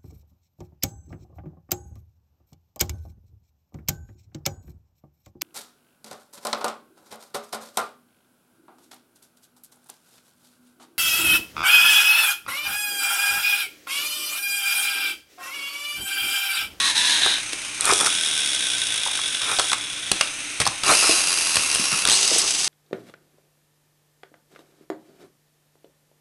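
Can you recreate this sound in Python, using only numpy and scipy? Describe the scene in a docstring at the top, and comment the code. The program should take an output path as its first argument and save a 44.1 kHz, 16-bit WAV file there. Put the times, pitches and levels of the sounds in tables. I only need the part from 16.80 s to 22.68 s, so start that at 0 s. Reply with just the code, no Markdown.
"""Flywheel toy trains on a ramp.

A small room, microphone close. Toy trains are wound by hand and pushed over a plastic ramp onto a
pillow, with faint whirring further off. Gear teeth whine upward under a push and hard wheels rumble
on the ramp; then loose gears rattle in the shell, ever softer as the flywheel runs down.
The toys click against each other and knock on the ramp and the floor."""
import sys
import numpy as np
from scipy import signal
from scipy.fft import rfft, irfft
from scipy.io import wavfile
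from scipy.ndimage import uniform_filter1d

SR = 44100
rng = np.random.default_rng(int(sys.argv[2]) if len(sys.argv) > 2 else 0)


def transcribe(u):
    """Save the signal u as a 16-bit wav file named by the first command-line argument.

    u: samples, shape (n,) or (channels, n), limited to [-1, 1]; the rate is SR.
    q: integer samples, one column per channel.
    """
    v = np.clip(np.atleast_2d(u).T, -1, 1)
    q = np.round(v * 32767).astype(np.int16)
    wavfile.write(sys.argv[1], SR, q)


N = 259308
TIME = np.arange(N) / SR


def amp(db):
    """Decibels to gain."""
    return 10 ** (np.asarray(db) / 20)


def unit(x):
    """Scale to rms 1."""
    return x / np.sqrt(np.mean(x ** 2) + 1e-18)


def steady(x):
    """Hold the running rms near 1."""
    return x / np.sqrt(np.abs(uniform_filter1d(x ** 2, size=6000)) + 1e-12)


def progress(start, end):
    """Rises from 0 to 1 between two times."""
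    return np.clip((TIME - start) / (end - start), 0, 1)


def gate(start, end):
    """1 between two times, with soft edges."""
    return uniform_filter1d(1. * ((TIME >= start) & (TIME <= end)), size=200)


def band(x, hz, kind, order=2):
    """Butterworth filter."""
    return signal.sosfilt(signal.butter(order, hz, kind, fs=SR, output="sos"), x)


def through(x, response):
    """Pass a sound through an impulse response."""
    return signal.fftconvolve(x, response)[:len(x)]


def fading(t60, seconds):
    """Noise that dies away, energy 1: a crowd of close modes."""
    t = TIME[:int(seconds * SR)]
    tail = rng.standard_normal(len(t)) * amp(-60 * t / t60)
    return tail / np.linalg.norm(tail)


def body(colour, rings=(), broad_db=0, size=4096):
    """Impulse response of a broad colour with resonances standing out of it."""
    f = np.arange(size // 2 + 1) * SR / size + 1
    hz, db = np.transpose(colour)
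    power = amp(np.interp(np.log(f), np.log(hz), db) + broad_db) ** 2
    for centre, width, ring_db in rings:
        power += amp(ring_db) ** 2 / (1 + ((f - centre) / width) ** 2) ** 2
    cepstrum = irfft(np.log(power) / 2)
    cepstrum[1:size // 2] *= 2  # fold to minimum phase, so the ring follows the blow
    cepstrum[size // 2 + 1:] = 0
    return irfft(np.exp(rfft(cepstrum)))


def add(track, s, sound):
    """Mix a sound into the track at time s."""
    i = int(s * SR)
    track[i:i + len(sound)] += sound[:N - i]


# Colour of the room's own noise at the microphone: f/Hz, level/dB
ROOM_COLOUR = [(25, -6), (60, -7), (120, 0), (200, -9.5), (300, -8.5), (600, -9.5), (2000, -18),
               (10000, -31)]


def room_tone():
    """Low room noise with a faint wavering hum."""
    noise = unit(through(rng.standard_normal(N), body(ROOM_COLOUR)))
    hum = unit(band(rng.standard_normal(N), [292, 302], "band"))
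    return amp(-50.5) * noise + amp(-56) * hum


def grip(start, end, let_go, attack_s=.025):
    """The hand bears down, holds and lets go in one stroke."""
    return progress(start, start + attack_s) * (1 - progress(end - let_go, end))


# Hand strokes winding toy A, close up:
# start/s, end/s, whir/dB, fizz/dB, mid-stroke wheel whine/Hz, wheel whine/dB, let-go time/s
WINDING_STROKES = [(-.08, .15, -21.5, -24.5, 1110, -31.5, .05), (.14, .412, -20, -23.5, 1020, -35.5, .035),
                   (.39, .625, -19.5, -26.5, 830, -42, .13)]
# Its flywheel meanwhile: t/s, speed/(turns per s)
WINDING_SPEED = [(0, 93), (.6, 72)]


def winding():
    """Flywheel speed, whir gain and fizz gain of a toy whose gears sound with each stroke."""
    whir, fizz = np.zeros((2, N))
    for start, end, whir_db, fizz_db, _, _, let_go in WINDING_STROKES:
        pressure = grip(start, end, let_go)
        whir += pressure * amp(whir_db)
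        fizz += pressure * amp(fizz_db)
    return np.interp(TIME, *np.transpose(WINDING_SPEED)), whir, fizz


def pace(start, release, run_down):
    """Share of top speed: the hand speeds the flywheel up, then friction slows it."""
    push = np.sin(np.pi / 2 * progress(start, release))
    return push * np.exp(-np.maximum(TIME - release, 0) / run_down)


def running(run, roll_off_s=.02):
    """Speed, whir gain and fizz gain of a run: louder when fast; the ramp shifts both levels."""
    start, release, leaves, stop, top, run_down, whir_db, fizz_db, ramp_whir_db, ramp_fizz_db = run
    share = pace(start, release, run_down)
    on_ramp = 1 - progress(leaves - roll_off_s, leaves + roll_off_s)
    whir = gate(start, stop) * share ** .55 * amp(whir_db + ramp_whir_db * on_ramp)
    fizz = gate(start, stop) * share ** .85 * amp(fizz_db + ramp_fizz_db * on_ramp)
    return top * share, whir, fizz


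def gear_rattle(drive, timbre, teeth, scatter_db, wobble_db, turn_db, split_hz=4500):
    """Loose gear teeth tap the shell; an off-centre wheel makes them hit harder once a turn."""
    speed, whir_gain, fizz_gain = drive
    turns = np.cumsum(speed) / SR
    strikes = np.diff(np.floor(turns * teeth), prepend=0) > 0
    this_turn = rng.uniform(-1, 1, 1000)[turns.astype(int)]
    tight_spot = np.exp(-(turns % 1) / .4)
    force = strikes * amp((wobble_db + turn_db * this_turn) * tight_spot)
    out = np.zeros(N)
    for side, gain in ("low", whir_gain), ("high", fizz_gain):
        flank = np.sign(rng.uniform(-1, 1, N))  # with backlash a tooth lands on either flank
        taps = force * flank * amp(scatter_db * rng.uniform(-1, 1, N))
        out += gain * steady(band(through(taps, timbre), split_hz, side, order=6))
    return out


# Flywheel runs: FAR_RUN and LANDED_RUN faint and further off, the others near the microphone.
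# push/s, release/s, off the ramp/s, stop/s, top speed/(turns per s), run-down time constant/s,
# whir/dB, fizz/dB, whir change on the ramp/dB, fizz change on the ramp/dB
FAR_RUN = (-.3, -.2, -.1, 4.3, 38.5, 5.2, -33.2, -31.8, 0, 0)
B_RUN = (1.0, 1.14, 1.29, 3.48, 94, 1.85, -24, -24.5, -3.2, 2.8)
BRIEF_RUN = (2.64, 2.79, 2.93, 2.945, 75, 1.5, -39, -32, 1, 2.5)
LANDED_RUN = (3.31, 3.41, 3.41, 4.1, 32, 4, -37, -35.5, 0, 0)
C_RUN = (4.029, 4.129, 4.39, 5.255, 105, 2.2, -24.3, -20.7, 2.5, 2.7)
D_RUN = (5.25, 5.355, 5.62, 6, 107, 3.5, -24.8, -22.5, 2.8, 2.4)
# Broad colour of each toy's whir, with the room's low hum near 290 Hz: f/Hz, level/dB
A_COLOUR = [(88, -60), (150, -27), (285, -18.5), (368, -23), (638, -27), (973, -22), (1240, -28),
            (1630, -4.5), (2260, -10), (3850, -2.5), (4460, -8.5), (10200, -7.5), (12000, -18),
            (15600, -65), (22000, -120)]
B_COLOUR = [(88, -53), (150, -22), (290, -26), (324, -33), (362, -20.5), (1210, -21), (1540, -14.5),
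            (2030, -13.5), (3390, -5), (4540, -17.5), (7180, -4.5), (9460, -11), (12000, -19.5),
            (15600, -69), (22000, -120)]
C_COLOUR = [(88, -54), (150, -20.5), (342, -14), (551, -14), (1430, -6.5), (1630, -9.5), (2670, -6.5),
            (3320, -8), (4710, -3), (6430, 1), (7310, -1), (9990, -1), (12000, -24), (15600, -52),
            (22000, -120)]
D_COLOUR = [(88, -44), (150, -21.5), (290, -23), (396, -16), (551, -25), (767, -16), (1430, -17.5),
            (1540, -18), (2770, -10.5), (4300, -7.5), (6200, 4.5), (10400, -1), (12000, -10), (15600, -53),
            (22000, -120)]
FAR_COLOUR = [(88, -51), (150, -20.5), (290, -5.5), (467, -19), (562, -15), (1170, -8), (1400, -2),
              (1720, -6), (2430, 3), (4710, -9.5), (6090, -6.5), (8950, -9.5), (12000, -17), (15600, -62),
              (22000, -120)]
# Resonances of each shell: f/Hz, width/Hz, level/dB
A_MODES = [(1000, 130, -15.5), (1670, 110, -10), (2670, 110, -14), (3500, 130, -2.5), (3900, 240, 2.5),
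           (5200, 250, -6.5), (6400, 200, -6.5)]
B_MODES = [(1540, 51, -7.5), (3397, 82, 1), (3730, 140, -2.5), (5460, 620, -7), (5900, 170, -15.5),
           (9360, 890, -4.5)]
C_MODES = [(1110, 80, -15), (2670, 220, -0.5), (4000, 170, -7), (4820, 130, 0.5), (6100, 500, -7),
           (10200, 1240, -1.5)]
D_MODES = [(2800, 190, -8.5), (5020, 240, 2), (6070, 370, 1), (7900, 330, 3)]
FAR_MODES = [(1480, 45, -8), (2510, 360, -1.5), (3760, 300, -1), (6230, 260, -3), (8460, 220, -2),
             (9570, 250, -1)]


def motors():
    """Flywheels drive the gears: toys A to D take turns close by, with two faint runs further off."""
    timbre_a = body(A_COLOUR, A_MODES, broad_db=-.5)
    timbre_b = body(B_COLOUR, B_MODES, broad_db=-3.2)
    timbre_c = body(C_COLOUR, C_MODES, broad_db=-2)
    timbre_d = body(D_COLOUR, D_MODES, broad_db=1)
    timbre_far = body(FAR_COLOUR, FAR_MODES, broad_db=2)
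    timbre_landed = body(FAR_COLOUR, FAR_MODES)
    a = gear_rattle(winding(), timbre_a, teeth=32, scatter_db=7, wobble_db=2.5, turn_db=5)
    b = gear_rattle(running(B_RUN), timbre_b, teeth=32, scatter_db=9, wobble_db=10, turn_db=3.5)
    brief = gear_rattle(running(BRIEF_RUN), timbre_b, teeth=32, scatter_db=6, wobble_db=3, turn_db=3)
    c = gear_rattle(running(C_RUN), timbre_c, teeth=32, scatter_db=7, wobble_db=6, turn_db=4.5)
    d = gear_rattle(running(D_RUN), timbre_d, teeth=32, scatter_db=8.5, wobble_db=3.5, turn_db=6.5)
    far = gear_rattle(running(FAR_RUN), timbre_far, teeth=64, scatter_db=4, wobble_db=5, turn_db=2.5)
    landed = gear_rattle(running(LANDED_RUN), timbre_landed,
                         teeth=48, scatter_db=4, wobble_db=3, turn_db=2.5)
    sinking = amp(-4.5 * progress(2.93, 2.95))  # toy B is bumped and sinks into the pillow
    return a + far + b * sinking + brief + landed + c + d


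def whine(hz, slip_hz):
    """Under load the teeth stay in contact and sing a rough note, with its octave."""
    slip, load = (unit(band(rng.standard_normal(N), 400, "low")) for _ in range(2))
    phase = 2 * np.pi * np.cumsum(hz + slip_hz * slip) / SR
    # the shell radiates the octave best near 5 kHz
    octave_gain = 1.5 * np.exp(-np.log((2 * hz + 1) / 5000) ** 2 / .4)
    return (1 + .4 * load) * (np.sin(phase) + octave_gain * np.sin(2 * phase))


# Brief notes of coasting gears, close up: start/s, end/s, first f/Hz, last f/Hz, level/dB
COASTING_NOTES = [(4.12, 4.38, 2630, 2540, -27), (4.2, 4.44, 4150, 4000, -28), (4.2, 4.75, 4900, 4700, -33),
                  (4.9, 5.28, 2700, 2830, -32), (5.39, 5.56, 4000, 5400, -28)]


def gear_whines(wind_cycles_per_turn=20.5, push_cycles_per_turn=40.5):
    """Gear notes follow the speed: they arch in strokes, climb in two pushes and drift when coasting."""
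    speed, whir, _ = winding()
    out = amp(-30.5) * whir / whir.max() * whine(wind_cycles_per_turn * speed, slip_hz=55)
    for start, end, _, _, hz, db, let_go in WINDING_STROKES:
        arch = 1 - .22 * (2 * progress(start, end) - 1) ** 2  # the wheels are slower at each end
        out += amp(db) * grip(start, end, let_go) * whine(hz * arch, slip_hz=85)
    for run, db in (C_RUN, -22.5), (D_RUN, -18):
        start, release, _, _, top, run_down, *_ = run
        share = pace(start, release, run_down)
        gain = amp(db) * gate(start, release) * share ** 1.3
        out += gain * whine(push_cycles_per_turn * top * share, slip_hz=25)
    for start, end, first_hz, last_hz, db in COASTING_NOTES:
        along = progress(start, end)
        hz = first_hz + (last_hz - first_hz) * along
        out += amp(db) * np.sin(np.pi * along) * whine(hz, slip_hz=85)
    return out


# Broad colour of struck plastic, close up: f/Hz, level/dB
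PLASTIC_COLOUR = [(150, -8.5), (800, -7), (1500, -3), (3000, -6.5), (4500, -2.5), (6500, -4), (9000, 6),
                  (12000, -4.5)]
# Its resonances: f/Hz, width/Hz, level/dB
PLASTIC_MODES = [(2430, 490, -15), (3550, 330, -4), (5300, 740, -15), (8540, 300, -4), (9500, 1200, -4)]


def click(db, treble_db, hz, t60, split_hz=6000):
    """Plastic meets plastic: a crack and a brief shell ring, its pitch set by where it is struck."""
    blow = fading(t60, seconds=.08)
    blow[0] += .25  # the first hard contact
    crack = through(blow, body(PLASTIC_COLOUR, [*PLASTIC_MODES, (hz, 600, 3)]))
    middle = band(crack, split_hz, "low", order=4)
    treble = band(crack, split_hz, "high", order=4)
    onset_rms = np.std(treble[:int(.008 * SR)])
    return amp(db) * (middle / np.abs(middle).max() + amp(treble_db) * treble / onset_rms)


# Collisions near the microphone: t/s, level/dB, treble against that level/dB, ring f/Hz, t60/s
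COLLISIONS = [(.419, -13, -20, 3900, .018), (.461, -11, -14, 3870, .01), (.583, -15, -22, 3880, .015),
              (.7317, -15.5, -12, 3270, .018), (1.009, -13, -3, 4250, .007),
              (1.054, -11.5, -2.5, 3900, .01), (1.112, -7, -25, 5250, .044), (1.135, -7, -9, 3800, .016),
              (1.209, -8, -10.5, 3300, .012), (1.261, -8, -13, 5500, .064), (2.634, -15, -22, 3400, .016),
              (2.787, -8, -23, 4440, .013), (2.796, -3, -17, 3380, .027), (2.9165, -9, -19, 3590, .014),
              (2.931, -3.5, -20, 2130, .022), (3.316, 2, -18.5, 4300, .016),
              (3.4105, -.5, -20.5, 3040, .015), (3.801, -8, -13, 3400, .06), (3.815, -8, -16, 2200, .054),
              (3.854, -12, -19, 4370, .033), (3.866, -7, -20, 4970, .013), (3.874, -4.5, -17, 6250, .016),
              (4.035, -10.5, -17, 3370, .04), (4.137, -4, -16, 2650, .019), (4.2945, -8, -12, 2510, .012),
              (4.757, -7.5, -9, 4600, .021), (4.768, -4, -16, 2840, .02), (4.949, -7.5, -9, 2680, .012),
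              (4.958, -7.5, -20, 2840, .012), (5.118, -12, -15, 2740, .013), (5.583, -14, 0, 6160, .07)]


def clicks():
    """The toys bump each other and the ramp."""
    out = np.zeros(N)
    for s, db, treble_db, hz, t60 in COLLISIONS:
        add(out, s, click(db, treble_db, hz, t60))
    return out


# Knocks on ramp, box and floor: t/s, level/dB, centre f/Hz
HOLLOW_KNOCKS = [(.46, -19, 442), (.461, -10.5, 1060), (.732, -32, 300), (1.122, -9.5, 520),
                 (1.271, -12, 1200), (2.262, -20, 800), (2.283, -22, 1100), (2.39, -20, 1200),
                 (2.787, -14.5, 790), (2.797, -10, 1000), (2.918, -14, 1150), (2.932, -11, 1200),
                 (3.316, -29, 250), (3.316, -17, 1100), (3.411, -16, 1300), (3.802, -24, 125),
                 (3.802, -20, 590), (3.866, -6.5, 910), (3.874, -13, 800), (3.876, -31, 125),
                 (4.117, -10.5, 506), (4.293, -13, 420), (4.765, -31, 100), (4.992, -21.5, 240),
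                 (5.123, -28, 170), (5.514, -19, 395), (5.56, -20, 507)]


def knocks():
    """A toy drops on something hollow: a short burst of modes around one pitch; low ones ring longer."""
    out = np.zeros(N)
    for s, db, hz in HOLLOW_KNOCKS:
        width_hz = .7 * hz
        t60 = .027 * (1000 / hz) ** .55
        low_hz = np.hypot(hz, width_hz / 2) - width_hz / 2
        knock = band(fading(t60, seconds=.2), [low_hz, low_hz + width_hz], "band")
        add(out, s, amp(db) * knock / np.abs(knock).max())
    return out


# Broad colour of the plastic ramp, close up: f/Hz, level/dB
RAMP_COLOUR = [(88, -26), (150, -17), (303, -8.5), (404, -10), (710, -4), (878, 3), (1260, 5), (1410, -10),
               (1560, -14), (2490, 15), (3000, -39), (3900, -49), (6600, -120)]
# Its resonances: f/Hz, width/Hz, level/dB
RAMP_MODES = [(409, 88, -7), (1300, 190, 11.5), (1770, 280, 3.5)]
# Wheel passes on it: loudest t/s, rise and fall time constants/s, rumble/dB, clatter/dB
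WHEEL_PASSES = [(1.108, .045, .014, -28.5, -20.5), (1.208, .015, .05, -29.5, -28),
                (2.722, .05, .018, -34, -25.5), (4.11, .032, .02, -22, -19.5),
                (4.225, .008, .09, -33, -28.5), (5.13, .012, .025, -46, -30), (5.292, .05, .05, -34, -43),
                (5.48, .04, .08, -39, -47), (5.644, .01, .014, -30, -38)]


def wheels(bumps_per_s=900, jolts_per_s=260):
    """Hard little wheels bump along the ramp and ring it; jolts shake loose parts of the toy."""
    bumps = (rng.random(N) < bumps_per_s / SR) * rng.standard_normal(N)
    ramp = through(bumps, body(RAMP_COLOUR, RAMP_MODES, broad_db=-4.5))
    rumble = unit(band(ramp, 715, "low", order=4))
    clatter = unit(band(ramp, 550, "high", order=4))
    jolts = (rng.random(N) < jolts_per_s / SR) * rng.uniform(-1, 1, N)
    shaken = through(jolts, fading(t60=.0073, seconds=.03))
    rattle = unit(through(shaken, body(PLASTIC_COLOUR, PLASTIC_MODES)))
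    out = np.zeros(N)
    for s, rise, fall, rumble_db, clatter_db in WHEEL_PASSES:
        swell = np.exp(-np.maximum((s - TIME) / rise, (TIME - s) / fall))
        swell *= gate(s - 2.5 * rise, s + 3 * fall)
        out += swell * (rumble * amp(rumble_db) + (clatter + .7 * rattle) * amp(clatter_db))
    return out


def skipping_gear(count, start_s=5.2525, first_gap_s=.0219, db_per_skip=-.6):
    """A gear skips under the last hard push, faster and lighter as the flywheel catches up."""
    out = np.zeros(N)
    for k in range(count):
        skip = click(db=-3 + db_per_skip * k, treble_db=-15, hz=4000, t60=.01)
        add(out, start_s + first_gap_s * k ** .67, skip)
    return out


def scene():
    """The toys at one close microphone, with the small room's short echo behind them."""
    toys = motors() + gear_whines() + amp(1) * wheels() + clicks() + skipping_gear(count=9) + knocks()
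    wall_delay = np.zeros(int(.009 * SR))
    wall_tail = band(fading(t60=.3, seconds=.5), 7800, "low", order=1)
    echo = through(toys, np.concatenate([wall_delay, wall_tail]))
    return (amp(-.45) * toys + amp(-9.5) * echo + room_tone())[None]


def record(dry):
    """The microphone port cuts a treble notch; the top rolls off and the loudest peaks are rounded."""
    notch_hz, half_width_hz, notch_depth = 7220, 225, .8
    roll_off_hz, top_hz, ceiling = 10800, 12300, .76
    port = band(dry, [notch_hz - half_width_hz, notch_hz + half_width_hz], "band", order=1)
    dulled = band(dry - notch_depth * port, roll_off_hz, "low", order=7)
    rounded = ceiling * np.tanh(dulled / ceiling)
    return signal.sosfiltfilt(signal.ellip(8, .1, 50, top_hz, fs=SR, output="sos"), rounded)


dry = scene()
out = record(dry)
transcribe(out)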